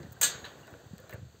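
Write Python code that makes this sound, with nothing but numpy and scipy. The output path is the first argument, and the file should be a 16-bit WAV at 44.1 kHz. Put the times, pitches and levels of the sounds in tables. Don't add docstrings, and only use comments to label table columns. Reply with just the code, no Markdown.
import sys
import numpy as np
from scipy import signal
from scipy.fft import rfft, irfft, next_fast_len
from scipy.io import wavfile
from scipy.ndimage import uniform_filter1d, map_coordinates

SR = 44100
rng = np.random.default_rng(int(sys.argv[2]) if len(sys.argv) > 2 else 0)


def unload_audio(sound):
    columns = np.transpose(np.atleast_2d(sound))
    steps = np.round(np.clip(columns, -1, 1) * 32767)
    wavfile.write(sys.argv[1], SR, steps.astype(np.int16))


def attenuation_scalar(level_db):
    decades = np.asarray(level_db, float) / 20
    return 10 ** decades


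N = 61739

# start in seconds, peak in dB, tilt in dB per octave.
CLANKS = [(.2122, -9, 9), (.2158, -15, -3), (.2288, -12, -0.5), (.2322, -6, 0.5), (.237, -19, -2),
          (.2425, -15.5, -2), (.2455, -16.5, 0), (.2495, -20, -4.5), (.2535, -30, -5.5),
          (.265, -24.5, -6.5), (.272, -34, -7)]
# pitch in Hz, level in dB.
CLANK_COLOUR = [(450, -21), (900, -18.5), (1600, -10.5), (2600, -10.5), (4100, 1.5), (7500, 4.5),
                (15600, -3.5), (15850, -35)]
# pitch in Hz, level in dB, time to fall 60 dB in seconds.
SHACKLE = [(1172, -14, 0.3), (1370, -25, 0.21), (1445, -5, 0.13), (1687, 0.5, 0.13), (1949, -11, 0.18),
           (2450, -5, .15), (2937, -4.5, 0.11), (3391, -3.5, 0.22), (3681, -2.5, 0.28), (3800, -15, .2),
           (3992, -1.5, 0.16), (4070, 2.5, 0.099), (4570, -10, 0.091), (4680, -13, 0.2)]
# pitch in Hz, level in dB, time to fall 60 dB in seconds.
LINKS = [(5700, 1, 0.26), (6210, -2.5, 0.23), (6400, -3, 0.29), (6460, 4.5, 0.17), (6670, -15, 0.66),
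         (6660, -0.5, 0.18), (7090, 3, 0.15), (7293, -8, 0.16), (7380, 3.5, 0.25), (7574, 4.5, 0.168),
         (7650, -4, 0.23), (8420, -8, 0.2), (8447, 5, 0.13), (12700, -15, 0.12)]


def clanks():
    return attenuation_scalar(-6) * contacts(CLANKS, CLANK_COLOUR, crack_s=0.0087, wet_db=4, tail=0.95,
                              modes=SHACKLE + LINKS, ring_db=-15)


# start in seconds, peak in dB, tilt in dB per octave.
TICKS = [(0.0298, -33.5, -14), (0.1104, -39, -8), (0.1224, -21, 8), (0.129, -28.5, 7), (0.4843, -33, -12.5),
         (0.5474, -60, 14), (0.6714, -33, -2), (0.6984, -59, 2), (0.7093, -40, 11), (0.7344, -56, 1),
         (0.8024, -48, -1), (0.935, -44, 0), (0.9811, -30, -5.5), (1.001, -33.5, 10), (1.0943, -26.5, 6),
         (1.1076, -29, 11), (1.1104, -36, 19), (1.1164, -41, 4), (1.119, -40, 13), (1.1232, -38, 10),
         (1.127, -40, 9), (1.1304, -42, 11), (1.1353, -26.5, 10), (1.139, -35, 8), (1.1434, -34, 9)]
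# pitch in Hz, level in dB.
TICK_COLOUR = [(1000, -37), (3500, -6), (5000, 7.5), (16000, 2)]


def ticks():
    return attenuation_scalar(-7.5) * contacts(TICKS, TICK_COLOUR, crack_s=0.0032, wet_db=-5.5, tail=0.15,
                                modes=LINKS[-2:], ring_db=-42.5)


# start in seconds, peak in dB, tilt in dB per octave.
RAPS = [
    (.4425, -37.5, -2.5),
    (.4495, -34, 0),
    (.461, -39.5, -1.5),
]
# pitch in Hz, level in dB.
RAP_COLOUR = [(300, -19), (1000, -4), (1700, -4.5), (2300, -7), (3000, -3.5), (4000, 0), (4400, -4),
              (9000, -20)]
# pitch in Hz, level in dB, time to fall 60 dB in seconds.
PLANK = [(476.5, -4, 0.1), (648.3, 1, 0.14), (904, -4.5, 0.12), (1141, -2.5, 0.18), (1482, -1, 0.072),
         (1753, 5, 0.17), (2726, -3, 0.041), (4000, -5, 0.087)]


def raps():
    return attenuation_scalar(-5.5) * contacts(RAPS, RAP_COLOUR, crack_s=0.046, wet_db=-0.78, tail=0.9,
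                                modes=PLANK[4:], ring_db=-10)


# start in seconds, peak in dB, tilt in dB per octave.
KNOCKS = [(.003, -41.5, -6.5), (.0305, -44.5, 2), (.165, -69, 9), (.345, -38.5, -2.5), (.677, -39.5, -3.5),
          (.739, -39, -6), (.99, -44, -5), (1.039, -41.5, -9.5), (1.078, -49, -8), (1.095, -36.5, -1),
          (1.103, -44, -8), (1.111, -43.5, -5.5), (1.119, -45, -4), (1.1265, -33.5, -2.5), (1.133, -37, -7),
          (1.141, -42.5, -7), (1.156, -41, -15), (1.35, -52, -6)]
# start in seconds, peak in dB, tilt in dB per octave.
HULL_BLOWS = [
    (0.2132, -23.5, 1.5),
    (0.23, -27.5, -4),
    (0.245, -31, 2),
]
# pitch in Hz, level in dB.
KNOCK_COLOUR = [(150, -20.5), (500, 6), (900, -5.5), (1600, 3.5), (2500, -2), (4000, -9.5), (5500, -5),
                (14000, -34)]


def knocks():
    return attenuation_scalar(-5.5) * contacts(KNOCKS + HULL_BLOWS, KNOCK_COLOUR, crack_s=0.018, wet_db=1.5, tail=0.43,
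                                modes=PLANK, ring_db=-12.0)


# start in seconds, peak in dB, pitch in Hz, time to fall 60 dB in seconds.
CHINKS = [(.001, -44, 339, .1), (.012, -49, 535, .06), (.058, -53, 1790, 0.035), (.165, -51.5, 1590, 0.063),
          (.318, -44, 1157, 0.072), (.33, -46, 1620, .06), (.348, -43.5, 1473, 0.095),
          (.356, -42.5, 1606, 0.057), (.358, -55, 432, 0.065), (.4425, -40.5, 3946, 0.033),
          (.44, -41, 1720, 0.058), (.449, -38, 3945, 0.028), (.4515, -39, 3050, 0.011),
          (.457, -47, 3960, .025), (.462, -45, 1490, 0.031), (.47, -46, 580, 0.095),
          (.677, -45.5, 1470, 0.032), (.739, -44.5, 1460, 0.017), (.739, -44, 447, .025),
          (.743, -62, 3000, .02), (.75, -52, 486, 0.13), (.99, -50.5, 516, 0.15), (1.025, -56, 1435, 0.11),
          (1.095, -48.5, 727, 0.054), (1.096, -44, 1540, .03), (1.1265, -41, 1830, 0.023),
          (1.128, -51.5, 2670, 0.037), (1.136, -50, 1790, 0.043), (1.141, -44, 520, 0.08),
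          (1.15, -48, 1610, 0.024), (1.156, -41.5, 555, 0.032), (1.16, -51, 1470, 0.031),
          (1.174, -58, 560, 0.041), (1.345, -50.5, 454, 0.042)]


def chinks():
    return pushes(CHINKS, rise_s=0.00085)


# start in seconds, end in seconds, level in dB.
FIZZ = [
    (.118, .136, -68),
    (1.104, 1.149, -68),
]


def fizz():
    t = np.arange(N) / SR
    gate = np.zeros(N)
    for start, end, db in FIZZ:
        edge_s = 0.004
        gate += attenuation_scalar(db) * np.clip(np.minimum(t - start, end - t) / edge_s, 0, 1)
    colour = [(5000, -25), (7500, -8), (12000, -8), (15500, 2), (16000, -27)]  # (Hz, dB)
    return gate * lumpy(colour, 400, lumps_db=6, patchy_db=1)


# start in seconds, peak in dB, pitch in Hz.
THUMPS = [(.004, -35.5, 155), (.017, -35.5, 134), (.033, -43, 262), (.045, -34.5, 177), (.05, -36.5, 85),
          (.064, -41.5, 245), (.088, -36, 104), (.113, -35, 111), (.148, -42.5, 130), (.168, -43, 110),
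          (.203, -37.5, 102), (.248, -42, 143), (.275, -40, 116), (.31, -50, 110), (.35, -38, 113),
          (.405, -49.5, 100), (.428, -38.5, 84), (.468, -48.5, 110), (.505, -53, 90), (.54, -52, 70.4),
          (.567, -43, 126), (.612, -45, 141), (.65, -57, 121), (.726, -37.5, 93), (.76, -46, 100),
          (.862, -38, 112), (.91, -35, 98), (.933, -30.5, 181.5), (.962, -42, 90), (.995, -43.5, 130),
          (1.015, -48, 100), (1.035, -41.5, 116), (1.09, -48, 90), (1.125, -41, 117), (1.1415, -28, 101),
          (1.18, -37.5, 129), (1.195, -35, 98), (1.217, -34, 108), (1.228, -32, 122), (1.25, -36, 108),
          (1.265, -36, 85), (1.29, -42.5, 83), (1.343, -47, 105)]


def thumps():
    return pushes(THUMPS, rise_s=0.0016, t60=0.041)


# start in seconds, peak in dB, pitch in Hz.
SQUEAKS = [
    (.632, -42.5, 2840),
    (.647, -44.5, 2800),
]


def squeaks():
    return pushes(SQUEAKS, rise_s=0.0033, t60=0.019)


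# time in seconds, level in dB.
STIR = [(0.0, -53.5), (.13, -56.5), (0.404, -49), (.6, -53.5), (0.786, -55.5), (.9, -58.5), (1.0, -57),
        (1.12, -57.5), (1.194, -63.5), (1.4, -64)]
# pitch in Hz, level in dB.
STIR_COLOUR = [(230, -0.5), (420, 3.5), (720, 0), (820, -4.5), (1250, -6.5), (1500, -3.5), (1980, -8.5),
               (2100, -22.5)]
# pitch in Hz, level in dB.
RUMBLE = [(40, -4), (80, -4.5), (150, -5), (300, -20), (600, -36.5)]
# pitch in Hz, level in dB.
HISS = [(300, 7.5), (1000, -26.5), (2400, 3), (3800, 7), (7400, 6), (13000, -31), (15600, -11), (15850, -4)]


def river():
    s, level_db = np.transpose(STIR)
    level_db = np.interp(np.arange(N) / SR, s, level_db)
    stir = attenuation_scalar(0.06 + level_db) * lumpy(STIR_COLOUR, 60.6, lumps_db=1.0, patchy_db=1.5)
    rumble = attenuation_scalar(-60) * lumpy(RUMBLE, 24.45, lumps_db=2, patchy_db=1.5)
    follow_db = 0.32 * (level_db - level_db.mean())
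    hiss = attenuation_scalar(-62 + follow_db) * lumpy(HISS, 12.2, lumps_db=.3, patchy_db=.7)
    return stir + rumble + hiss


def contacts(events, colour, crack_s, wet_db, tail, modes, ring_db):
    out, t = np.zeros(N + SR), np.arange(SR // 3) / SR
    rise = 1 - np.exp(-t / (0.017 * crack_s))
    for s, db, tilt_db in events:
        def tilt(hz):
            return tilt_db * np.log2(np.clip(hz, 300, 16000) / 4000)

        def shaped(x):
            x = coloured(x, lambda hz: along(colour, hz) + tilt(hz))
            return x / np.linalg.norm(x) * np.sqrt(crack_s * SR / 14)

        crack = shaped(rise * attenuation_scalar(-60 * t / crack_s) * rng.standard_normal(len(t)))
        wet = shaped(rise * hull_tail(tail)[:len(t)])
        top_db = max(level + tilt(hz) for hz, level, _ in modes)
        ring = np.zeros(len(t))
        for hz, level, t60 in modes:
            luck_db = 3.13 * rng.standard_normal()
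            drift = 0.02 * np.cumsum(rng.standard_normal(len(t)))
            mode_db = ring_db + level + tilt(hz) - top_db + luck_db
            ring += attenuation_scalar(mode_db - 60 * t / t60) * np.sin(2 * np.pi * hz * t + drift)
        out[round(s * SR):][:len(t)] += attenuation_scalar(db) * (crack + rise * ring + attenuation_scalar(wet_db) * wet)
    return out[:N]


# pitch in Hz, time to fall 60 dB in seconds.
HULL = [(300, 0.67), (1500, 0.72), (4000, 0.35), (7500, 0.22), (10000, 0.19), (14000, .17)]


def hull_tail(share):
    hz, t, z = signal.stft(rng.standard_normal(SR // 2), SR, nperseg=256)
    fade = attenuation_scalar(-60 * t / share / along(HULL, hz)[:, None])
    tail = signal.istft(z * fade, SR, nperseg=256)[1][:SR // 2]
    return tail / np.linalg.norm(tail)


def pushes(events, rise_s, t60=None):
    out, t = np.zeros(N + SR), np.arange(SR // 4) / SR
    rise = 1 - np.exp(-t / rise_s)
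    for s, db, hz, *own in events:
        fade = attenuation_scalar(db + 3 - 60 * t / (t60 or own[0]))
        out[round(s * SR):][:len(t)] -= fade * rise * np.sin(2 * np.pi * hz * t)
    return out[:N]


def lumpy(colour, rate, lumps_db, patchy_db):
    points = rng.standard_normal(int(N * rate / SR) + 4)
    wobble = map_coordinates(points, [np.arange(N) * rate / SR])
    noise = coloured(patchy(patchy_db), lambda hz: along(colour, hz))
    return unit(attenuation_scalar(lumps_db * wobble) * noise)


def patchy(patchy_db):
    z = signal.stft(rng.standard_normal(N + 512), nperseg=512)[2]
    field = uniform_filter1d(rng.standard_normal(z.shape), size=5, axis=0)
    field = uniform_filter1d(field, size=5, axis=1)
    return signal.istft(z * attenuation_scalar(patchy_db * unit(field)), nperseg=512)[1][:N]


def unit(x):
    return x / np.sqrt(np.mean(x ** 2) + 1e-20)


def along(points, hz):
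    f, v = np.transpose(points)
    return np.interp(np.log(hz + 1), np.log(f + 1), v)


def coloured(x, level_db):
    m = 2 * next_fast_len(len(x) // 2 + 4096)
    c = irfft(level_db(np.fft.rfftfreq(m, 1 / SR)) * np.log(10) / 20, m)
    c[1:m // 2] *= 2
    c[m // 2 + 1:] = 0
    return irfft(rfft(x, m) * np.exp(rfft(c)), m)[:len(x)]


def scene():
    chain = clanks() + ticks() + raps() + knocks() + chinks() + fizz()
    hull = thumps() + squeaks()
    return (chain + hull + river())[None]


def band_limit(x):
    return signal.sosfilt(signal.butter(12, 16470, fs=SR, output="sos"), x)


# pitch in Hz, gain in dB.
LOW_CUT = [(20, -29), (45, -18), (70, -1.5), (100, 0)]
# pitch in Hz, gain in dB.
NOTCH_LOW = [(4700, -1), (4900, -10.5), (5700, -12), (6200, -1.5)]
# pitch in Hz, gain in dB.
NOTCH_HIGH = [(8450, -0.5), (8700, -11), (10000, -19.5), (11450, -21), (11650, -4), (15650, -1),
              (15850, -28), (16400, -13)]


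def record(dry):
    def response_db(hz):
        notches = along(NOTCH_LOW, hz) + along(NOTCH_HIGH, hz)
        return along(LOW_CUT, hz) + notches - 60 * (hz > 16480)

    mix = coloured(dry[0], response_db)[None]
    return band_limit(mix)


dry = scene()
out = record(dry)
unload_audio(out)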